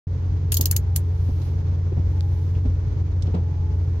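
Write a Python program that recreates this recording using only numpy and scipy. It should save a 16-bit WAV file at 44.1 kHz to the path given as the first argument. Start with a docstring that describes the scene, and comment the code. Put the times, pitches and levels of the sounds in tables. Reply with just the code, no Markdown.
"""Inside an idling vehicle, the engine drones through the cabin and the wiper motor whines.
A hand twists the wiper stalk through its notches: at each one a small catch snaps into place, making
a quick run of sharp plastic clicks, with three duller rattles among them and soft knocks of the loose
handle. The rubber blades sing on the glass on every second sweep and thump at each end of their travel.
Later come a faint rustle and a few small ticks."""
import sys
import numpy as np
from scipy import signal
from scipy.fft import rfft, irfft
from scipy.io import wavfile
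from scipy.ndimage import uniform_filter1d

SR = 44100
rng = np.random.default_rng(int(sys.argv[2]) if len(sys.argv) > 2 else 0)


def file_out(sig):
    """Save sig as 16-bit WAV at sys.argv[1]."""
    # one column per channel
    cols = np.atleast_2d(sig).T
    # limit, then scale
    lim = np.clip(cols, -1, 1)
    pcm = np.round(lim * 32767).astype(np.int16)
    wavfile.write(sys.argv[1], SR, pcm)


N = 176400
T = np.arange(N) / SR
HIT_SIZE = 16384   # samples in one click, tick or thump
HIT_T = np.arange(HIT_SIZE) / SR
HIT_HZ = np.fft.rfftfreq(HIT_SIZE, 1 / SR)


def from_db(db):
    """Turn decibels (dB) into a number to multiply by."""
    return 10 ** (np.asarray(db) / 20)


def rms_one(x):
    """Scale x so that its average size (rms) is 1."""
    return x / np.sqrt(np.mean(x ** 2) + 1e-20)


def curve(rows):
    """Join (seconds, value) points with straight lines."""
    return np.interp(T, *np.transpose(rows))


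def on_bins(rows, size, column=1):
    """Read one column of a table at every frequency of a spectrum."""
    rows = np.array(rows, float)
    hz = np.fft.rfftfreq(size, 1 / SR)
    return np.interp(np.log(hz + 1), np.log(rows[:, 0]), rows[:, column])


def drift(rate_hz):
    """A random wobble of size 1, mostly slower than rate_hz."""
    hz = np.fft.rfftfreq(N, 1 / SR)
    spectrum = rfft(rng.standard_normal(N)) * (hz > 0)
    return rms_one(irfft(spectrum / (1 + (hz / rate_hz) ** 2) ** 2, N))


def fade(t, fade_s):
    """Start at t = 0 and die away, losing 60 dB in the fade time fade_s."""
    return (t >= 0) * from_db(-60 * np.maximum(t, 0) / fade_s)


def swell(rise_s, fade_s):
    """Rise in a straight line, then die away."""
    return np.minimum(HIT_T / rise_s, 1) * fade(np.maximum(HIT_T - rise_s, 0), fade_s)


def coloured(x, gain):
    """Give each frequency its own gain, with no ringing ahead of the sound (minimum phase)."""
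    cepstrum = irfft(np.log(gain + 1e-9))
    half = cepstrum.shape[-1] // 2
    cepstrum[..., 1:half] *= 2
    cepstrum[..., half + 1:] = 0
    return irfft(rfft(x) * np.exp(rfft(cepstrum)))


def lean(db):
    """Gains for the two ears that make the left louder than the right by db."""
    return from_db(db * np.array([[.5], [-.5]]))


def cabin_noise(size):
    """Stereo hiss, alike in both ears only in the bass and leaning right in the upper middle."""
    # Each row: frequency in Hz, how alike the ears are (1 the same, 0 unrelated, -1 opposite).
    likeness = [(30, 0.94), (90, 1), (170, 0.9), (350, 0.71), (700, 0.29), (1300, -0.26), (2600, 0.0011),
                (6000, 0), (16000, -0.14)]
    # Each row: frequency in Hz, left minus right in dB.
    balance = [(60, 1.9), (150, 2.7), (330, 2), (800, -1), (1800, -0.5), (3000, -5), (6500, -5.5),
               (9000, 1.5), (16000, 4)]
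    alike = np.clip(on_bins(likeness, size), -.999, .999)
    mid, side = rfft(rng.standard_normal((2, size)))
    ears = np.sqrt((1 + alike) / 2) * mid + np.sqrt((1 - alike) / 2) * side * [[1], [-1]]
    return irfft(lean(on_bins(balance, size)) * ears, size)


def steady_noise(colour):
    """Cabin noise of size 1, shaped by a table of (Hz, dB) points."""
    return rms_one(irfft(rfft(cabin_noise(N)) * from_db(on_bins(colour, N)), N))


def add(out, start_s, sound):
    """Mix a sound into out at the given time."""
    i = max(int(start_s * SR), 0)
    out[:, i:i + sound.shape[-1]] += sound[:, :max(N - i, 0)]


def engine():
    """The engine's firing makes low, unsteady tones over a broad rumble and the air of the vents."""
    # Each row: time in seconds, firings per second.
    firing_rate = [(0, 44.18), (1.5, 44.09), (3.0, 44.32), (3.4, 43.6), (4, 43.77)]
    # Each row: multiple of the firing rate, level in dB, wobble as a share of the tone's size.
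    tones = [(1, -45.5, 0.36), (1.5, -32.5, .16), (2, -22, 0.091), (2.5, -41, 0.63), (3, -38.5, 0.12),
             (3.25, -40.5, 0.09), (3.5, -45.5, 0.229), (5, -58, 0.36), (6.72, -54.5, 0.65)]
    # Each row: frequency in Hz, relative strength of the rumble and vent air in dB.
    rumble_colour = [(15, -30), (24, -21), (38, -4), (55, 1.5), (90, -0.5), (125, -2.5), (160, -7.5),
                     (190, -19), (300, -18.5), (480, -23), (680, -32), (900, -29.5), (1200, -35.5),
                     (2200, -41.5), (2700, -46.5), (6500, -50), (8000, -66.5), (16000, -67.5)]
    phase = 2 * np.pi * np.cumsum(curve(firing_rate) * (1 + .0027 * drift(4.9))) / SR
    drone = np.zeros(N)
    for multiple, db, unsteadiness in tones:
        wobble = 1 + unsteadiness * (drift(13) + 1j * drift(13))   # moves both level and phase
        tone = np.exp(1j * (multiple * phase + rng.uniform(0, 2 * np.pi)))
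        drone += np.sqrt(2) * from_db(db) * np.real(wobble * tone)
    rumble_db = -30 + 1.22 * drift(25)
    return drone + from_db(rumble_db) * steady_noise(rumble_colour)


def wipers():
    """The motor's whine sags under load in mid-sweep, and the rubber sings on the glass."""
    # Each row: middle in seconds, half-length in seconds, pitch in Hz, glide in Hz per second,
    # pitch wobble in Hz, level in dB.
    blade_songs = [(.86, 0.13, 812, 0, 6, -56), (2.27, 0.16, 851, 98.5, 17, -55),
                   (3.607, 0.2, 846, 70.5, 17, -55)]
    turn_s, sweep_s, motor_hz = .61, .685, 429.4   # one turning point, one sweep's length, top pitch
    load = np.sin(np.pi * (T - turn_s) / sweep_s) ** 2
    whine_hz = motor_hz * (1 - .016 * load + .008 * drift(11))
    whine_db = -53.5 + .97 * drift(14)
    out = np.sqrt(2) * from_db(whine_db) * np.sin(2 * np.pi * np.cumsum(whine_hz) / SR)
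    for middle_s, half_s, hz, glide, wobble_hz, db in blade_songs:
        song_hz = hz + glide * (T - middle_s) + wobble_hz * drift(40)
        song = np.sqrt(2) * np.sin(2 * np.pi * np.cumsum(song_hz) / SR)
        in_and_out = np.exp(-((T - middle_s) / half_s) ** 4)
        out += from_db(db + 2 * drift(20)) * song * in_and_out
    return out


def stalk_clicks():
    """At each notch the catch rides up, snaps and bounces; switch, steering column and cabin ring."""
    # Each row: time in seconds, overall gain in dB, cabin ring in dB, then the boost in dB
    # for each of three parts: steering column, handle and catch.
    notches = [(0.5203, -16.5, -6, 12, 8.5, 8.5), (0.5423, -14, -8.5, 0, -2.5, -7),
               (0.5698, -11, -12, -9.5, 8, -4.5), (0.6104, -11, -11, -4.5, 1, -2),
               (0.6566, -10.5, -13.5, -3, 5, -3), (0.7121, -12, -13.5, 5, -6, 3.5),
               (0.7638, -12, -13.5, 2.5, -3, 0), (.9611, -16.5, -9.5, 9, 2.5, 8.5)]
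    # Each row: frequency in Hz, relative strength in dB, left minus right in dB.
    click_colour = [(300, -23.5, 1), (989, -27, -14), (2500, -17.5, 5.5), (2900, -9.5, -4), (3700, -9.5, 0),
                    (4340, -4, -5), (5350, -4, -4), (6016, -5.5, -5), (6830, 2.5, -4), (7560, -0.5, 0.5),
                    (8000, -9, 2.5), (8470, -3, 3), (9650, -6, 7), (10600, -1.5, 2), (11750, 3, 6),
                    (13960, 0, 4), (15650, -.5, 5.5), (16050, -11, 0)]
    # Each row: pitch at which the switch rings in Hz, relative level in dB, fade time in seconds.
    switch_tones = [(3100, -34.5, .04), (4280, -24.5, 0.0493), (5730, -25, .04), (6400, -23.5, .045),
                    (6720, -23.5, 0.06), (7180, -26, .05), (11350, -19.5, .04), (11650, -24, .03),
                    (12640, -22.5, .04), (13400, -22, 0.0346), (14700, -15, .035)]
    ride_up_s, longest_bounce_s, snap_fade_s, right_lag_s = .013, .0023, .0036, .00035
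    sameness = .17   # share of the noise power that all clicks have in common
    # Column, handle and catch each boost one broad band of frequencies.
    part_bands = np.array([np.exp(-(np.log2((HIT_HZ + 1) / hz) / octaves) ** 2)
                           for hz, octaves in [(1714, .66), (3326, .25), (9190, .29)]])
    colour = rms_one(from_db(on_bins(click_colour, HIT_SIZE)))
    colour = colour * lean(on_bins(click_colour, HIT_SIZE, column=2))
    dull = 1 / (1 + ((HIT_HZ + 1) / 1900) ** 4)   # turns down everything above 1900 Hz
    t = np.array([HIT_T, HIT_T - right_lag_s]) - ride_up_s   # time since the snap, in each ear
    strike = from_db(4) * np.diff(1.0 * (t >= 0), prepend=0)   # the catch's first contact: one spike
    shared_noise = rng.standard_normal((2, HIT_SIZE))
    out = np.zeros((2, N))
    for snap_s, db, cabin_db, *parts_db in notches:
        fresh_noise = rng.standard_normal((2, HIT_SIZE))
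        noise = np.sqrt(sameness) * shared_noise + np.sqrt(1 - sameness) * fresh_noise
        noise /= np.sqrt(uniform_filter1d(noise ** 2, size=12))   # even out its loudness
        ride_up = from_db(-32) * fade(-t, ride_up_s)
        snap = from_db(-.5) * fade(t, snap_fade_s)
        bounce = from_db(-.5) * fade(t - longest_bounce_s * rng.uniform(.92, 1), snap_fade_s)
        shell = from_db(-8) * fade(t, fade_s=.015)
        cabin = from_db(cabin_db) * fade(t, fade_s=.073)
        burst = noise * np.sqrt(ride_up ** 2 + snap ** 2 + bounce ** 2 + shell ** 2 + cabin ** 2)
        column = from_db(-8) * coloured(rng.standard_normal((2, HIT_SIZE)) * fade(t, fade_s=.12), dull)
        click = strike + burst + column
        for hz, tone_db, fade_s in switch_tones:
            loudness = from_db(tone_db + rng.normal(0, 3.5)) * fade(t, fade_s)
            ring_hz = hz * (1 + rng.normal(0, .004))
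            click += loudness * np.sin(2 * np.pi * ring_hz * t + rng.uniform(0, 2 * np.pi, (2, 1)))
        boost = from_db(np.dot(parts_db, part_bands))
        add(out, snap_s - ride_up_s, from_db(db) * coloured(click, colour * boost))
    return out


def ticks_and_rustle():
    """The stalk gives three duller rattles among its clicks; later come a faint rustle and ticks."""
    # Each row: time in seconds, level of the rustle in dB.
    rustle_level = [(0, -94), (.7, -78), (1.02, -67.5), (1.14, -67), (1.25, -59.5), (1.38, -61),
                    (1.46, -56.5), (1.54, -67), (1.8, -92.5), (2.1, -66.5), (2.42, -62), (2.7, -74),
                    (3.1, -87.5), (3.6, -83), (3.78, -67.5), (4, -77.5)]
    # Each row: frequency in Hz, relative strength in dB.
    rustle_colour = [(800, -17.5), (3000, 7), (6000, 4.5), (8000, -6.5), (11500, 2), (13800, -3.5),
                     (15400, -0.5), (16100, -11.5)]
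    # Each row: start in seconds, level in dB, fade time in seconds, centre in Hz, width in octaves.
    # The first three rows are the stalk's duller rattles.
    rattles_and_ticks = [(.526, -32, 0.024, 2850, .3), (.627, -43, 0.074, 4200, .9),
                         (.725, -40.5, 0.083, 1540, .5), (1.417, -50.5, 0.097, 4200, 0.75),
                         (2.2077, -29, 0.0051, 3300, 1), (2.552, -52, 0.12, 2580, 0.41),
                         (2.656, -54.5, 0.082, 2500, 0.78), (3.223, -40.5, 0.051, 4900, 0.84),
                         (3.27, -49.5, 0.051, 3300, 0.56), (3.348, -46, 0.04, 3800, 0.54)]
    out = from_db(curve(rustle_level)) * steady_noise(rustle_colour)
    treble_cut = 1 / np.sqrt(1 + ((HIT_HZ + 1) / 7200) ** 6)
    for start_s, db, fade_s, hz, octaves in rattles_and_ticks:
        band = 1 / (1 + (np.log2((HIT_HZ + 1) / hz) / octaves) ** 2)
        burst = cabin_noise(HIT_SIZE) * fade(HIT_T, fade_s)
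        add(out, start_s, from_db(db) * coloured(burst, rms_one(band * treble_cut)))
    return out


def handle_rattles():
    """The loose handle knocks softly just before or after some notches."""
    # Each row: start in seconds, level in dB.
    rattles = [(.5685, -31), (.5845, -37.5), (.6385, -36.5), (.6685, -32.5), (.7112, -31.5), (.7245, -40.5),
               (0.7651, -23), (.9575, -37.5)]
    # Each row: frequency in Hz, relative strength in dB.
    rattle_colour = [(600, -16.5), (1500, -10), (3000, -5.5), (5000, -0.5), (6800, 3.5), (8200, -9.5),
                     (12000, -7.5), (16000, -7)]
    colour = rms_one(from_db(on_bins(rattle_colour, HIT_SIZE)))
    out = np.zeros((2, N))
    for start_s, db in rattles:
        burst = cabin_noise(HIT_SIZE) * fade(HIT_T, fade_s=.022)
        add(out, start_s, from_db(db) * coloured(burst, colour))
    return out


def blade_thumps():
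    """At each turn the blades flip over with a scuff and a body panel booms."""
    # Each row: start in seconds; the scuff's level in dB, fade time in seconds and treble boost in dB;
    # the boom's pitch in Hz, level in dB and fade time in seconds.
    thumps = [(.590, -26.5, 0.25, 0.5, 271, -29, 0.089), (1.285, -27.5, 0.06, -5.5, 241.4, -22.5, 0.039),
              (1.303, -36, .06, -6, 48, -22, .13), (1.918, -27, 0.064, 0, 381, -30.5, 0.054),
              (1.964, -26.5, 0.19, 0, 154.6, -24, 0.12), (2.649, -27, 0.084, 3.5, 253, -22, 0.042),
              (2.660, -33.5, .1, -9, 51.2, -13, .16), (2.693, -32.5, .06, -5, 254, -31, 0.057),
              (3.272, -31.5, 0.22, 4.5, 356, -34, 0.064), (3.335, -26, 0.28, 7, 174, -17.5, 0.22)]
    # Each row: frequency in Hz, relative strength in dB.
    scuff_colour = [(25, -12), (50, -5), (160, 4.5), (230, 1), (420, -4.5), (650, -16.5), (850, -17.5),
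                    (1500, -35), (3000, -40.5), (7000, -55.5), (11000, -75)]
    colour = rms_one(from_db(on_bins(scuff_colour, HIT_SIZE)))
    treble = 1 - 1 / (1 + (HIT_HZ / 580) ** 4)   # goes from 0 to 1 around 580 Hz
    out = np.zeros((2, N))
    for start_s, scuff_db, scuff_fade_s, treble_db, boom_hz, boom_db, boom_fade_s in thumps:
        burst = cabin_noise(HIT_SIZE) * swell(rise_s=.0074, fade_s=scuff_fade_s)
        scuff = coloured(burst, colour * from_db(treble_db * treble))
        boom_rise_s = min(2 / boom_hz, .014)   # two swings of the panel, 14 ms at most
        boom = swell(boom_rise_s, boom_fade_s) * np.sin(2 * np.pi * boom_hz * HIT_T)
        add(out, start_s, from_db(scuff_db) * scuff + from_db(boom_db) * boom)
    return out


def scene():
    """Everything heard from the driver's seat."""
    return stalk_clicks() + handle_rattles() + engine() + wipers() + blade_thumps() + ticks_and_rustle()


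def record(dry):
    """The microphone opens after a moment; sharp peaks are rounded and the highest treble is cut."""
    start_s, opening_s, peak_limit, cutoff_hz = .069, .0031, .8, 16350
    opened = np.clip((T - start_s) / opening_s, 0, 1)
    rounded = dry / (1 + (dry / peak_limit) ** 6) ** (1 / 6)
    low_pass = signal.ellip(10, .2, 80, cutoff_hz, fs=SR, output="sos")
    return signal.sosfilt(low_pass, rounded * opened)


dry = scene()
out = record(dry)
file_out(out)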